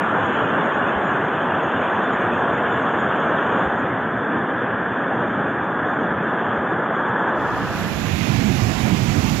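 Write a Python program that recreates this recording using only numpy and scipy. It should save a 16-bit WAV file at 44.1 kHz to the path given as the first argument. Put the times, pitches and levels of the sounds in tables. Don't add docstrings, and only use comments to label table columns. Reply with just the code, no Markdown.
import sys
import numpy as np
from scipy import signal
from scipy.io import wavfile
from scipy.ndimage import uniform_filter1d, map_coordinates

SR = 44100
rng = np.random.default_rng(int(sys.argv[2]) if len(sys.argv) > 2 else 0)


def invert_db(level):
    return 10 ** (np.asarray(level, dtype=float) / 20)


def master(y):
    cut = np.clip(np.atleast_2d(y).T, -1, 1)
    pcm = np.round(cut * 32767)
    wavfile.write(sys.argv[1], SR, pcm.astype(np.int16))


N = 414540
FRAME = 2048


def curve(table, hz):
    table_hz, value = np.transpose(table)
    return np.interp(np.log(np.maximum(hz, 1)), np.log(table_hz), value)


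def sound(cells):
    return signal.istft(cells, SR, nperseg=FRAME, noverlap=FRAME * 3 // 4)[1][:N]


def foam():
    noise = rng.standard_normal(N + FRAME) * np.sqrt(SR / 2)
    hz, s, cells = signal.stft(noise, SR, nperseg=FRAME, noverlap=FRAME * 3 // 4)
    bass = hz < 450
    power = abs(cells[bass]) ** 2
    lumps = uniform_filter1d(uniform_filter1d(power, size=11, axis=0), size=9, axis=1)
    cells[bass] *= np.sqrt(lumps.mean() / lumps)
    return hz, s, cells


def patches(hz, s, width_hz, length_s):
    grid = rng.standard_normal((512, 1024))
    place = np.meshgrid(hz / width_hz, s / length_s, indexing="ij")
    field = map_coordinates(grid, place, order=1, mode="wrap")
    return field / field.std()


def flow(control, law, waves, hz, s):
    wave_s, wave_octaves = 0.051, 1.1
    t, level_db = np.transpose(control)
    law_hz, share, drift_db = np.transpose(law)
    swell = np.outer(curve(np.transpose([law_hz, share]), hz), np.interp(s, t, level_db))
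    from_middle_s = np.clip(s, t[0], t[-1]) - (t[0] + t[-1]) / 2
    swell += np.outer(curve(np.transpose([law_hz, drift_db]), hz), from_middle_s)
    for at_s, lift_db, mid_hz in waves:
        reach = np.exp(-(np.log2(np.maximum(hz, 1) / mid_hz) / wave_octaves) ** 2)
        swell += lift_db * np.outer(reach, np.exp(-((s - at_s) / wave_s) ** 2))
    wander_db = 0.56 * patches(hz, s, 487, .09)
    return swell + wander_db


def water(colour_db, swell_db, patch, hz, s, width_hz, length_s, surge_db):
    spread = curve(patch, hz)[:, None]
    flicker = spread * patches(hz, s, width_hz, length_s) - spread ** 2 * np.log(10) / 20
    surge = surge_db * patches(hz, s, 2000, .07) / (1 + (hz[:, None] / 200) ** 2)
    return invert_db(colour_db[:, None] + swell_db + flicker + surge)


def kept(lost, hz, s, width_hz, length_s, spare=1):
    luck = rng.random((512, 1024))
    band, moment = (hz / width_hz).astype(int), (s / length_s).astype(int)
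    return luck[np.ix_(band, moment)] >= curve(lost, hz)[:, None] * spare


# time in seconds, level in dB.
FACING = [(0, 1.6), (.6, 2), (.75, 1), (1.5, 1), (2.5, 2), (3.0, 2), (3.6, 2), (3.72, -1), (4.1, -3),
          (4.8, -2.5), (6.15, -2), (6.4, 0), (6.8, -2), (7.3, 0.5), (7.55, 1), (7.9, -2)]
# frequency in Hz, dB per dB of facing, drift in dB per s.
RAPIDS_LAW = [(250, 0.05, 0), (1040, 1, 0), (1790, 0.2, -0.04), (2720, 0.9, -0.88), (6600, 1.5, -.5)]
# time in seconds, lift in dB,
# centre in Hz.
WAVES_NEAR = [(-1, 3, 250), (0.6, 3.5, 250), (1.2, 3, 250), (1.68, 1, 250), (2.28, 3, 250), (3.55, 3, 230),
              (4.11, 0.5, 250), (4.35, 5, 240), (5.19, 1, 250), (5.43, 2.5, 250), (6.03, 3.5, 250),
              (6.3, 2, 250), (6.63, 1, 250), (7.15, 0.5, 1500), (1.5, -0.5, 1500), (3.5, 7, 74),
              (0.2, 5, 70), (1, 3.5, 70), (1, -6, 60), (1.9, -3.5, 170)]


def rapids_swell(hz, s):
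    swell = flow(FACING, RAPIDS_LAW, WAVES_NEAR, hz, s)
    swell *= 1 - .55 * np.exp(-((hz[:, None] - 3500) / 250) ** 2)
    return swell * np.clip((10000 - hz[:, None]) / 1500, 0, 1)


# frequency in Hz, density
# in dB per Hz.
RAPIDS_COLOUR = [(45, -76.5), (75, -63.5), (110, -57), (220, -50.5), (440, -53), (800, -53), (1300, -54),
                 (1700, -53.5), (1800, -58.5), (2050, -69), (2700, -74), (3530, -74), (3640, -89), (4300, -107),
                 (4600, -114), (5200, -110), (6050, -107.7), (6500, -96), (6900, -97.5), (7300, -106.5),
       (7750, -103.9), (8300, -114), (9300, -126), (12800, -119.5), (14000, -121.7), (15400, -113.8)]
# frequency in Hz, spread in dB.
RAPIDS_PATCH = [(60, 3.5), (200, 1), (1800, .6), (2500, 2.8), (3400, 2), (3900, 4), (5400, 1.5), (6600, 6),
                (7700, 3.6), (10000, 1.5)]
# frequency in Hz, share of blocks lost from 0 to 1.
RAPIDS_LOST = [(30, .3), (70, .12), (110, .04), (160, 0), (3800, 0), (4200, .35), (4600, .85), (5080, .88),
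               (5150, 0)]


def rapids():
    relief_s, relief = 3.7, .5
    hz, s, cells = foam()
    colour_db = curve(RAPIDS_COLOUR, hz)
    gain = water(colour_db, rapids_swell(hz, s), RAPIDS_PATCH, hz, s, 100, .033, 1.0)
    spare = 1 - relief * np.outer(hz > 1000, s > relief_s)
    rush = sound(cells * gain * kept(RAPIDS_LOST, hz, s, 260, .046, spare))
    return signal.sosfilt(signal.butter(2, 63.6, "high", fs=SR, output="sos"), rush)


def knocks(table, lift_db):
    rise_s = .011
    out, t = np.zeros(N + FRAME * 4), np.arange(FRAME * 4) / SR
    shape = t / rise_s * np.exp(1 - t / rise_s)
    for s, db, hz in table:
        out[int(s * SR):][:len(t)] += invert_db(db + lift_db) * shape * np.sin(2 * np.pi * hz * t)
    return out[:N]


# start in seconds, peak in dB, pitch in Hz.
KNOCKS_NEAR = [(0.429, -31, 110), (1.132, -28.5, 128), (1.537, -35, 94.2), (1.746, -32, 96.9),
               (2.242, -30, 116), (2.755, -33, 127), (3.939, -31, 114), (4.146, -32, 127),
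               (4.543, -34, 121), (4.699, -32, 116), (4.914, -34, 105), (5.616, -34, 112),
               (5.826, -37, 99.6), (6.49, -29, 121), (6.768, -36, 129), (7.095, -26.5, 125),
               (3.66, -30.5, 78), (.96, -32, 75), (6.58, -34, 85)]


def near_knocks():
    return knocks(KNOCKS_NEAR, 2)


# frequency in Hz, gain in dB.
COVER = [(30, -13), (110, -15), (300, -17.4), (600, -19.6), (1000, -21.4), (1500, -21.3), (2000, -29.4),
         (2600, -43.7)]


def cover_db(hz):
    return curve(COVER, hz)


# frequency in Hz, dB per dB of swell, drift in dB per s.
FLOOD_LAW = [(200, 1, -0.7), (800, -0.8, 1.5), (2420, 0.1, -1.5), (8000, -0.25, 2.3)]
# time in seconds, level in dB.
SWELL = [(7.5, 1.5), (7.9, -2), (8.4, 0), (8.8, -2), (8.95, 2), (9.4, -0.5)]
# time in seconds, lift in dB, centre in Hz.
WAVES_DEEP = [(5.4, -1, 200), (8.3, 2.5, 200), (8.28, 1, 1800), (8.4, 2, 670), (8.5, 5.5, 180),
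              (8.7, 1.5, 550), (8.68, 2.5, 160), (8.9, 6.5, 330), (9.2, 3, 170), (9.33, 3.5, 150),
              (8.1, 1, 1700), (7.79, 3, 6000), (8.2, 1.5, 1800), (8.15, 3, 90)]
# frequency in Hz, density in dB per Hz.
DEEP = [(25, -70), (60, -41.5), (110, -40), (220, -40), (330, -49.5), (500, -58.5), (750, -55), (1300, -61),
        (2400, -59), (4300, -67.5), (7200, -70), (8500, -84.5), (12000, -78.5), (15300, -89)]
# frequency in Hz, spread in dB.
FLOOD_PATCH = [(60, 1), (300, 0.5), (600, 1.5), (8000, 0.4), (15000, 2)]
# frequency in Hz, share of blocks lost from 0 to 1.
FLOOD_LOST = [(7900, 0), (8300, .4), (9300, .3), (10300, 0), (13300, 0), (14300, .4), (15500, .9)]
# frequency in Hz, share common to both from 0 to 1.
LIKENESS = [(60, .96), (300, .93), (430, .82), (560, .62), (750, .74), (1050, .15), (3000, 0)]


def flood():
    turn_rad, lag_s = .2, .00042
    hz, s, cells = foam()
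    gain = water(curve(DEEP, hz), flow(SWELL, FLOOD_LAW, WAVES_DEEP, hz, s), FLOOD_PATCH, hz, s, 120, .04, 0.83)
    gain *= kept(FLOOD_LOST, hz, s, 200, 0.042) | (s < 7.78) | (s > 8.17)
    mist = np.interp(s, (7.74, 7.76, 7.9, 8.4), (.6, 1, 0.96, 0))
    gain *= invert_db(5 * np.outer(hz > 9500, mist))
    like = np.clip(curve(LIKENESS, hz), 0, 1)[:, None]
    late = np.exp(-1j * (turn_rad + 2 * np.pi * hz * lag_s))[:, None]
    muffled = like * late * cells + np.sqrt(1 - like ** 2) * foam()[2]
    cover = invert_db(cover_db(hz)) * (hz < 2720)
    hiss = invert_db(-130) * foam()[2]
    left = sound(muffled * gain * cover[:, None] + hiss)
    return np.array([left, sound(cells * gain)])


# start in seconds, peak in dB, pitch in Hz.
KNOCKS_DEEP = [
    (8.131, -16, 77.4),
    (8.327, -23, 112),
    (8.37, -14.5, 103.2),
    (8.435, -20, 118),
    (8.614, -11, 108),
    (8.829, -18, 127.3),
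    (8.92, -17.5, 117.6),
    (9.016, -13.5, 126.7),
    (9.187, -17.5, 124.7),
]


def deep_knocks():
    return knocks(KNOCKS_DEEP, 2) * invert_db([[cover_db(100)], [0]])


def scene():
    t = np.arange(N) / SR
    fade = np.interp(t, (7.295, 8.295), (0, 1))
    first = rapids() + near_knocks()
    first = np.roll(first, -np.argmin(first[:FRAME // 8]))
    second = flood() + deep_knocks()
    second = signal.sosfilt(signal.butter(2, 45, "high", fs=SR, output="sos"), second)
    squeeze = 1.1
    second = np.tanh(squeeze * second) / squeeze
    entry = np.clip((t - 7.335) / .02, 0, 1)
    return (1 - fade) * first + fade * entry * second


def low_pass(x):
    return signal.sosfilt(signal.butter(12, 15680, fs=SR, output="sos"), x)


def record(dry):
    return low_pass(dry)


dry = scene()
out = record(dry)
master(out)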